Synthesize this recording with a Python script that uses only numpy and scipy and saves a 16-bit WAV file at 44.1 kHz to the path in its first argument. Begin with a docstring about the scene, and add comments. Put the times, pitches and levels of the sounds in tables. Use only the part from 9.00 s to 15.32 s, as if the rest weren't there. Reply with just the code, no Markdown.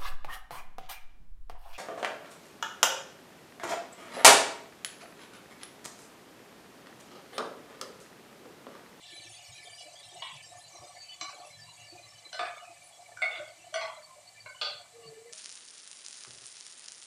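"""A metal spoon knocks on and slides along a hand-held open tin can, over a pot on a gas stove, in a tiled kitchen.
The knocks are banks of short damped modes with a noise crack; slides and rebounds follow, and the room rings on.
The pot's bubbling is resonances driven by tiny bursts; pings, squeaks, thuds and an early fizz join it.
The burner is shaped noise over a low hum; near the end a faint hollow tone sets in, a wavering sine."""
import sys
import numpy as np
from scipy import signal
from scipy.fft import rfft, irfft, next_fast_len
from scipy.io import wavfile
from scipy.ndimage import uniform_filter1d, map_coordinates

SR = 44100
rng = np.random.default_rng(int(sys.argv[2]) if len(sys.argv) > 2 else 0)


def unload_audio(sound):
    """Save the sound as a 16-bit wav file, at the path given as the first command line argument."""
    columns = np.transpose(np.atleast_2d(sound))
    # keep every value between -1 and 1, then stretch to whole-number steps
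    steps = np.round(np.clip(columns, -1, 1) * 32767)
    wavfile.write(sys.argv[1], SR, steps.astype(np.int16))


N = 278887
TIME = np.arange(N) / SR
# Seven registers of the can's ring, from bottom boom to rim tick. Edges in Hz.
REGISTER_EDGES_HZ = [400, 850, 1700, 2550, 3850, 5200, 6700, 11000]


def gain_of(db):
    """Decibels to amplitude."""
    return 10 ** (np.asarray(db) / 20)


def evened(x):
    """Scales to rms 1."""
    return x / np.sqrt(np.mean(x ** 2) + 1e-20)


def read(points, hz):
    """Reads a spectrum on a log-frequency axis."""
    f, value = np.transpose(points)
    return np.interp(np.log(hz + 1), np.log(f + 1), value)


def curves(rows):
    """Each column after the time in seconds, as a curve over the whole time."""
    s, *columns = np.transpose(rows)
    return [np.interp(TIME, s, column) for column in columns]


def add(mix, s, sound):
    """Mixes a sound in at a time in seconds."""
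    part = mix[max(round(s * SR), 0):][:len(sound)]
    part += sound[:len(part)]


def resonate(x, hz, width_hz):
    """One resonance, at rms 1."""
    b, a = signal.iirpeak(min(hz, .45 * SR), hz / width_hz, SR)
    return evened(signal.lfilter(b, a, x))


def kitchen(x, wet_db, gap_s=.003, early_db=-9, early_span_s=.03):
    """Direct sound, eight reflections off tiles and cupboards, and a tail with its own decay at each pitch."""
    # Each row: frequency in Hz, t60 in s.
    decay_times = [(100, 0.4), (300, 0.52), (800, 0.54), (2100, 0.48), (4500, 0.43), (8000, 0.16),
                   (15000, 0.4)]
    taps = rng.standard_normal(SR) * (rng.random(SR) < 5000 / SR)
    hz, t, z = signal.stft(taps, SR, nperseg=256)
    decay = gain_of(-60 * t / read(decay_times, hz)[:, None])
    tail = signal.istft(z * decay, SR, nperseg=256)[1]
    tail[:round(gap_s * SR)] = 0
    response = gain_of(wet_db) * tail / np.linalg.norm(tail)
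    response[0] += 1
    at = (SR * (gap_s + early_span_s * rng.random(size=8))).astype(int)
    response[at] += gain_of(early_db) * rng.choice([-1, 1], size=8)
    return signal.fftconvolve(x, response / np.linalg.norm(response))[:N]


def stove(hiss_db=-60, waver_db=-1):
    """Burner hiss and room noise as shaped noise, over a hum of steady tones with a wavering part."""
    # Each row: frequency in Hz, relative density in dB per Hz.
    hiss_spectrum = [(25, -19), (45, -6.5), (80, -2.5), (125, 1.5), (220, -4.5), (280, -6.5), (400, -7),
                     (700, 5), (1400, -4), (3000, -2), (6000, -1), (7900, 5.5), (10500, -7.5), (15500, -21)]
    # Each row: frequency in Hz, width in Hz, level in dB before the swell.
    hum_tones = [(109.5, 7, -76), (154.5, 13.5, -80.5)]
    # Each row: time in s, hum gain in dB.
    hum_swell = [(0, 1), (2.3, 0.5), (2.7, 4), (3.3, -1), (6.32, 0)]
    size = next_fast_len(N)
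    shape = gain_of(read(hiss_spectrum, np.fft.rfftfreq(size, 1 / SR)))
    hiss = irfft(rfft(rng.standard_normal(size)) * shape, size)[:N]
    hum = 0
    for hz, width_hz, db in hum_tones:
        waver = resonate(resonate(rng.standard_normal(N), hz, width_hz), hz, 3 * width_hz)
        steady = np.sqrt(2) * np.sin(2 * np.pi * hz * TIME)
        hum = hum + gain_of(db) * evened(steady + gain_of(waver_db) * waver)
    return gain_of(hiss_db) * evened(hiss) + gain_of(curves(hum_swell)[0]) * hum


def hollow_tone(waver=0.014, flutter_db=3.0, trim_db=-7):
    """A faint sine that sags and recovers, with random drift in pitch (rms share) and level (rms dB)."""
    # Each row: time in s, frequency in Hz, level in dB before trim and flutter.
    tone = [(5.915, 460, -91), (5.94, 463, -57), (6.06, 457.4, -52), (6.14, 438.5, -53.5),
            (6.19, 445.6, -54), (6.32, 474, -53)]
    hz, db = curves(tone)
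    drift, flutter = (evened(uniform_filter1d(row, size=700)) for row in rng.standard_normal((2, N)))
    wave = np.sqrt(2) * np.sin(2 * np.pi * np.cumsum(hz * (1 + waver * drift)) / SR)
    return gain_of(db + trim_db + flutter_db * flutter) * (TIME > tone[0][0]) * wave


def simmer_levels_db():
    """Levels of the low bubbling, with its surges, and of the bright spatter; both fall slowly."""
    # Each row: centre in s, lift in dB.
    surges = [(.22, 2.5), (.86, 4.5), (1.08, 2), (1.55, 4.5), (1.801, 10.5), (2.36, 9), (2.93, 4.5),
              (3.68, 5.5), (3.96, 3.5), (4.12, 6.5), (5.17, 2.5), (5.4, -1.5), (6.05, 6)]
    surge_s, swell_db, swell_step_s = 0.1, 1, .16
    bubbling_db, bubbling_fall_db_per_s = -64.5, 0.6
    spatter_db, spatter_fall_db_per_s = -62, .5
    turns_s = np.arange(100) * swell_step_s
    swell = swell_db * np.interp(TIME, turns_s, rng.standard_normal(len(turns_s)))
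    surge = sum(db * np.exp(-((TIME - s) / surge_s) ** 2) for s, db in surges)
    return (bubbling_db - bubbling_fall_db_per_s * TIME + swell + surge,
            spatter_db - spatter_fall_db_per_s * TIME + swell)


def pot(bursts_per_s=1200, spread_db=2.0, patchy_db=3.0, patch_s=.035, split_hz=1400):
    """Dense tiny bursts drive the pot's resonances; each swells and fades at random."""
    # Each row: frequency in Hz, width in Hz, level in dB relative to its side of the split.
    pot_modes = [(332.6, 13.4, -11), (600, 55, -1), (700, 70.5, 9), (1150, 39, -0.5), (1762.5, 31.6, 4),
                 (2053, 76, 3.5), (2312, 60, 8.5), (2900, 87, 5.5), (3660, 21, -2.5), (4050, 49, 4),
                 (4560, 220, 5.5), (5300, 98, -18), (5990, 99, 1)]
    strength = gain_of(spread_db * np.minimum(rng.exponential(1, N), 4))
    bursts = rng.standard_normal(N) * strength * (rng.random(N) < bursts_per_s / SR)
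    knots_s, low, bright = np.arange(400) * patch_s, 0, 0
    for hz, width_hz, db in pot_modes:
        swell = gain_of(patchy_db * np.interp(TIME, knots_s, rng.standard_normal(len(knots_s))))
        ring = gain_of(db) * resonate(resonate(bursts * swell, hz, width_hz), hz, 4 * width_hz)
        if hz < split_hz:
            low = low + ring
        else:
            bright = bright + ring
    low_db, bright_db = simmer_levels_db()
    return gain_of(low_db) * evened(low) + gain_of(bright_db) * evened(bright)


def sizzle(pops_per_s=700, lo_hz=2100, hi_hz=9000, t60_s=0.029, spread_db=6.0, tilt_db_per_octave=-4):
    """Small bubbles burst in the hot pot, each a short ping of its own pitch."""
    # Each row: time in s, level in dB.
    sizzle_level = [(0, -61.5), (1.4, -61), (3, -67), (4.5, -70), (6.32, -101)]
    out, t = np.zeros(N), np.arange(2000) / SR
    rise = 1 - np.exp(-t / 0.0054)
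    for when, place, size in rng.random((round(pops_per_s * N / SR), 3)):
        hz = lo_hz + (hi_hz - lo_hz) * place
        db = spread_db * min(-np.log(size + 1e-9), 3.5) + tilt_db_per_octave * np.log2(hz / lo_hz)
        add(out, when * N / SR, gain_of(db - 60 * t / t60_s) * rise * np.sin(2 * np.pi * hz * t))
    return gain_of(curves(sizzle_level)[0]) * evened(out)


def fizz(ticks_per_s=2500, lo_hz=2800, hi_hz=4050, start_db=-61, fall_db_per_s=21):
    """Band-passed random ticks: a fine, even fizz that soon dies away."""
    ticks = rng.standard_normal(N) * (rng.random(N) < ticks_per_s / SR)
    sos = signal.butter(3, (lo_hz, hi_hz), "band", fs=SR, output="sos")
    return gain_of(start_db - fall_db_per_s * TIME) * evened(signal.sosfilt(sos, ticks))


def squeak(hz, db, length_s, width_hz=42, glide_hz=100):
    """Noise through one narrow resonance, resampled so that it slides a little up or down."""
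    drive = rng.standard_normal(SR // 2)[:round(length_s * SR)]
    note = resonate(resonate(drive, hz, width_hz), hz, 2 * width_hz)
    speed = 1 + glide_hz / hz * rng.uniform(-0.97, 1) * np.linspace(-1, 1, len(note))
    return gain_of(db) * map_coordinates(note, [np.cumsum(speed)]) * signal.windows.tukey(len(note), .5)


def squeaks(trim_db=-4):
    """Clear squeaks of steam and of the spoon on the tin, and a thinning scatter of faint ones."""
    # Each row: start in s, frequency in Hz, level in dB before the trim, length in s.
    clear_squeaks = [(0.084, 10340, -64, 0.1), (0.138, 4010, -51.5, 0.063), (0.172, 9380, -64, 0.09),
                     (0.282, 9480, -56.5, 0.081), (0.417, 13200, -70, 0.046), (0.594, 9650, -61, 0.21),
                     (0.707, 4730, -56, 0.072), (0.774, 2915, -50, 0.03), (1.146, 2914, -55, .06),
                     (1.426, 4730, -60, 0.03), (1.45, 7520, -58, 0.038), (1.949, 4560, -55, 0.19),
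                     (2.046, 3010, -54.5, 0.077), (2.472, 4050, -61, 0.093), (2.541, 1770, -61.5, 0.051),
                     (2.605, 4660, -55.5, 0.036), (2.622, 984, -62, 0.12), (2.65, 2804, -60.5, 0.046),
                     (2.661, 4050, -59, 0.047), (2.815, 2855, -57, 0.041), (2.875, 4526, -55.5, .05),
                     (3.08, 5375, -59.5, 0.045), (3.241, 4050, -52.5, 0.021), (3.575, 2896, -57.5, 0.047),
                     (3.635, 2523, -54, 0.034), (3.824, 9700, -56, 0.048), (4.438, 2140, -56, 0.061),
                     (4.577, 2730, -62, .04), (4.645, 2994, -60, 0.028), (4.827, 966, -51.5, 0.085),
                     (4.96, 3970, -56, 0.013), (5.013, 4520, -57.5, 0.035), (5.056, 1034, -60, 0.102),
                     (5.254, 4450, -57.5, 0.034), (5.352, 2363, -59, 0.048), (5.382, 4580, -56.5, 0.039),
                     (5.538, 2940, -55.5, 0.039), (5.729, 4500, -54, .05), (5.798, 2336, -60.5, 0.054),
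                     (6.008, 2880, -58, 0.047), (6.06, 4494, -53.5, 0.022)]
    stray_per_s, calm_s = 42, 1.4  # rate at the start, time in which it falls to 1/e
    lo_hz, hi_hz, stray_s = 2402, 10840, 0.0395
    stray_db, rise_db_per_s, tilt_db_per_octave = -65, 0.2, -1.5
    out = np.zeros(N)
    for s, hz, db, length_s in clear_squeaks:
        add(out, s, squeak(hz, db + trim_db, length_s))
    for when, place, span in rng.random((round(stray_per_s * calm_s), 3)):
        start_s = -calm_s * np.log(1 - when)
        octaves = place * np.log2(hi_hz / lo_hz)
        db = stray_db + tilt_db_per_octave * octaves + rise_db_per_s * start_s
        add(out, start_s, squeak(lo_hz * 2 ** octaves, db, stray_s * (.5 + span)))
    return out


def bumps(swell_s=0.011, trim_db=-5):
    """Bumps of the can and food dropping into the pot: soft-started, quickly damped sines; crumbs thin out."""
    # Each row: start in s, frequency in Hz, level in dB before the trim.
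    clear_bumps = [(0.122, 338, -59.5), (.248, 334, -61), (0.483, 115, -57), (.85, 617, -51.5),
                   (1.12, 378, -59.5), (1.321, 140, -58.5), (1.79, 114, -60), (1.809, 352, -63),
                   (2.215, 324, -59), (2.325, 585, -53.5), (2.465, 609, -56.5), (2.919, 347, -56.5),
                   (3.402, 338, -58.5), (3.618, 700, -52.5), (3.69, 690, -54.5), (4.38, 345, -59.5),
                   (4.396, 600, -41), (4.49, 640, -53), (4.66, 690, -55.5), (4.722, 620, -46.5),
                   (4.97, 617, -49.5), (5.155, 607, -54.5), (6.052, 152, -58)]
    crumbs_per_s, crumb_lo_hz, crumb_hi_hz, crumb_db = 3.6, 300, 518, -72
    out, t = np.zeros(N), np.arange(SR // 4) / SR
    shape = (t / swell_s * np.exp(1 - t / swell_s)) ** 2
    for s, hz, db in clear_bumps:
        add(out, s, gain_of(db + trim_db) * shape * 2 * np.sin(2 * np.pi * hz * t))
    for when, place in rng.random((round(crumbs_per_s * N / SR), 2)):
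        hz = crumb_lo_hz + (crumb_hi_hz - crumb_lo_hz) * place
        add(out, when ** 2 * N / SR, gain_of(crumb_db) * shape * 2 * np.sin(2 * np.pi * hz * t))
    return out


def blow(registers_db, crack_db, lift_db, notes_hz, detune=0.0015, crack_t60_s=0.011, spread_db=3.0,
         rise_cycles=1.4):
    """One contact: the can's modes build up within a few cycles, over a short crack; picked ones stand out."""
    # Modes of the hand-held can and spoon. Each row: frequency in Hz, level in dB within its register, t60 in s.
    can_modes = [(590, -1, .07), (655, 0, .08), (695, 0, .07), (735, -3, .05), (860, -5, .04),
                 (960, -3, .04), (1040, -4, .05), (1150, -3, .05), (1233, -3, .05), (1324, -5, .04),
                 (1500, -1, .05), (1715, -3, .05), (1950, -3, .06), (2010, -5, .05), (2081, -2, .07),
                 (2196, 0, .08), (2275, -4, .05), (2430, -6, .04), (2520, -6, .04), (2680, -3, .05),
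                 (2740, -4, .04), (2840, -4, .05), (2955, -2, .06), (3030, -4, .04), (3290, -1, .05),
                 (3430, -1, .05), (3550, -1, .06), (3680, -3, .05), (3840, -5, .04), (4050, 0, .06),
                 (4120, -1, .05), (4260, -1, .05), (4350, -2, .04), (4420, -1, .05), (4570, -1, .09),
                 (4850, -2, .05), (5130, -4, .04), (5330, -3, .03), (5690, -3, .03), (5970, 0, .06),
                 (6260, -2, .03), (7100, -3, .04), (7500, -2, .05), (8280, -5, .04), (9545, -7, .05)]
    rank_step_db = 0.86  # each picked mode is lifted this much less than the one before
    t = np.arange(6000) / SR
    hz, db, t60_s = np.transpose(can_modes)[:, :, None]
    luck, shift, turn = rng.standard_normal((len(can_modes), 3)).T[:, :, None]
    lifts = []
    for rank, note_hz in enumerate(notes_hz):
        distance_hz = abs(hz - note_hz)
        lifts.append((lift_db - rank_step_db * rank) * (distance_hz == distance_hz.min()))
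    db = db + spread_db * luck + np.max(lifts, axis=0) - 60 * t / t60_s
    modes = gain_of(db) * np.sin(2 * np.pi * hz * (1 + detune * shift) * t)
    modes *= np.sign(turn) * (1 - np.exp(-t * np.minimum(hz, 4000) / rise_cycles))
    crack = rng.standard_normal(len(t)) * gain_of(-60 * t / crack_t60_s)
    out = 0
    for lo_hz, hi_hz, level_db in zip(REGISTER_EDGES_HZ, REGISTER_EDGES_HZ[1:], registers_db):
        ring = evened(modes[(hz[:, 0] >= lo_hz) & (hz[:, 0] < hi_hz)].sum(0))
        sos = signal.butter(3, [lo_hz, min(hi_hz, 8500)], "band", fs=SR, output="sos")
        rough = evened(signal.sosfilt(sos, crack))
        out = out + gain_of(level_db) * evened(ring + gain_of(crack_db) * rough)
    return out


def slide(ring, length_s, sag_per_s, slips_per_s=600, bend=0.013, bend_step_s=0.038):
    """The spoon slips along the tin; its pressure flexes the wall, so the modes wander and sink."""
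    t, turns_s = np.arange(SR // 2) / SR, np.arange(40) * bend_step_s
    envelope = t * np.exp(-(2 * t / length_s) ** 2)
    slips = rng.standard_normal(len(t)) * (rng.random(len(t)) < slips_per_s / SR) * envelope
    scrape = signal.fftconvolve(slips, ring)[:len(t)]
    scrape = scrape * np.linalg.norm(ring) / np.linalg.norm(scrape)
    speed = 1 - sag_per_s * t + bend * np.interp(t, turns_s, rng.standard_normal(len(turns_s)))
    return map_coordinates(scrape, [np.cumsum(speed)])


def knocks(low_hz=400):
    """Each knock, the short scrape that follows it, and rebounds that each lift (or, once, dip) the ring around
    one pitch."""
    # Where the spoon lands sets the registers and modes. Each row: start in s, level of each register in dB,
    # crack against ring in dB, lift of the picked modes in dB, slide against ring in dB, slide length in s,
    # pitch sag in share per s, picked modes in Hz with the strongest first.
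    knock_rows = [(1.2219, (-70.5, -56, -59.5, -52, -64, -76, -90),
                  -43, 23.5, -8.5, 0.047, .03, (3290, 960, 3680, 2955, 1040, 1950, 2275, 4050, 2840, 3430)),
                  (2.211, (-63.5, -56.5, -57, -60, -52, -57, -60.5),
                  -17, 18, -24, 0.091, 0.17, (2275, 1150, 735, 4050, 4420, 2955, 4850, 7500, 5690, 6260)),
                  (3.329, (-67, -59.5, -80, -60, -58.5, -64, -73),
                  -25, 16, -3.5, .035, 0.075, (4120, 1500, 5970, 3030, 2955, 5130)),
                  (3.342, (-60, -71, -69, -76, -76, -82, -87),
                  -28, 39, -5, 0.034, .1, (590, 1233, 695, 2010)),
                  (3.3929, (-48, -47.5, -52.5, -55.5, -61, -71, -66),
                  -11.5, 15.5, -14, .13, 0.067, (695, 1233, 1715, 1324, 3550, 2275, 2430, 5130, 4570, 8280)),
                  (4.172, (-94, -56, -80, -86, -85, -74.5, -71), -34, 26, -28, .04, .05, (1500,)),
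                  (4.219, (-50, -51.5, -45, -56, -63.5, -85, -67),
                  -31, 21.5, -19, 0.029, .05, (2081, 695, 2196, 1500, 1233, 3550, 4350, 2840, 3840, 2680, 8280)),
                  (4.311, (-64, -69.5, -59.5, -60, -79, -85, -85),
                  -8, 18, 0, 0.062, 0.26, (3550, 2196, 590, 2840, 2680, 1233)),
                  (4.357, (-64, -58.5, -66, -60, -78, -85, -85),
                  -14, 10, -12, 0.06, 0.17, (1500, 3430, 2196, 590)),
                  (4.741, (-49, -50.5, -56.5, -53, -58.5, -54.5, -63),
                  -27, 22, -11.5, 0.044, .05, (1500, 655, 2955, 1150, 4420, 5970, 1950, 2275, 3290, 9545)),
                  (4.758, (-50, -58.5, -54, -59.5, -57.5, -74, -69),
                  -30, 34, -4.5, 0.054, 0.21, (655, 1950, 2196, 4420, 1150, 2081, 3290, 4850, 2740)),
                  (4.812, (-62, -53.5, -55, -62.5, -59, -68, -80),
                  -17, 20, -5, 0.063, 0.42, (1150, 860, 2081, 4260, 4120, 3290, 2520, 1950)),
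                  (4.879, (-68, -63, -71, -65.5, -89, -88, -86),
                  -16, 28, -7, 0.055, 0.46, (1040, 1150, 2740, 1324, 3290, 2081, 655)),
                  (5.46, (-63.5, -60.5, -60.5, -72, -67, -90, -87),
                  -36, 32, -11.5, 0.023, .1, (1500, 2196, 590, 1040, 4050, 4570, 2740)),
                  (5.6129, (-58.5, -57, -65.5, -48.5, -49, -67, -69),
                  -9, 16, -5, 0.15, 0.094, (3430, 1500, 590, 4260, 4570, 1233, 4050, 3550, 7100))]
    # Each row: start in s, level in dB against the knock before, favoured frequency in Hz, lift there in dB.
    rebounds = [(1.274, -11.5, 2140, 5.5), (2.243, -14.5, 1200, 10), (2.291, -14.5, 1310, 7.5),
                (3.412, -12, 700, 9), (3.453, -10.5, 2200, 8), (3.564, -19.5, 1300, 2.5),
                (4.2232, -1, 2100, 4.5), (4.236, -16, 660, 19), (5.6171, 2.5, 4400, -3),
                (5.628, -18.5, 585, 22.5), (5.645, -10.5, 4320, 8)]
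    focus_octaves = 0.41  # spread of a rebound's lift
    flex = 0.015  # rms share by which modes shift once the spoon presses into the thin wall
    out, edges_hz = np.zeros(N), np.array(REGISTER_EDGES_HZ)
    centres_hz = np.sqrt(edges_hz[:-1] * edges_hz[1:])
    for s, registers_db, crack_db, lift_db, slide_db, slide_s, sag_per_s, notes_hz in knock_rows:
        ring = blow(registers_db, crack_db, lift_db, notes_hz)
        add(out, s, ring)
        add(out, s, gain_of(slide_db) * slide(ring, slide_s, sag_per_s))
    for s, db, focus_hz, boost_db in rebounds:
        knock_before = [row for row in knock_rows if row[0] < s][-1]
        _, registers_db, crack_db, lift_db, *_, notes_hz = knock_before
        focus_db = boost_db * np.exp(-(np.log2(centres_hz / focus_hz) / focus_octaves) ** 2)
        add(out, s, blow(np.array(registers_db) + db + focus_db, crack_db, lift_db, notes_hz, detune=flex))
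    # a can this small radiates no bass
    return signal.sosfilt(signal.butter(4, low_hz, "high", fs=SR, output="sos"), out)


def suppress(x, over_db=4.5, knee_db=1.0, depth_db=6):
    """Noise suppressor: only what stands clear of the usual level at its pitch gets the full gain, depth_db."""
    z = signal.stft(x, nperseg=512, noverlap=384)[2]
    power = uniform_filter1d(uniform_filter1d(abs(z) ** 2, size=3, axis=-2), size=5, axis=-1)
    power_db = 10 * np.log10(abs(power) + 1e-20)
    excess_db = power_db - np.percentile(power_db, 35, axis=-1, keepdims=True)
    opening = .5 + .5 * np.tanh((excess_db - over_db) / knee_db)
    return signal.istft(z * gain_of(depth_db * opening), nperseg=512, noverlap=384)[1][:, :N]


def scene():
    """Can, pot and bumps ring in the kitchen; the hollow tone and the stove are added without it."""
    struck = kitchen(knocks(), wet_db=1.5, early_db=-14, early_span_s=.036)
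    small = kitchen(pot() + squeaks() + sizzle() + fizz(), wet_db=1.5)
    dull = kitchen(bumps(), wet_db=-4.0, early_db=-9.5)
    return (struck + small + dull + hollow_tone() + stove())[None]


def record(dry):
    """The recorder's noise suppressor and upper band limit."""
    edge_hz = 15500
    lowpass = signal.firwin(511, edge_hz, window=("kaiser", 9), fs=SR)
    return signal.oaconvolve(suppress(dry), lowpass[None], "same")


dry = scene()
out = record(dry)
unload_audio(out)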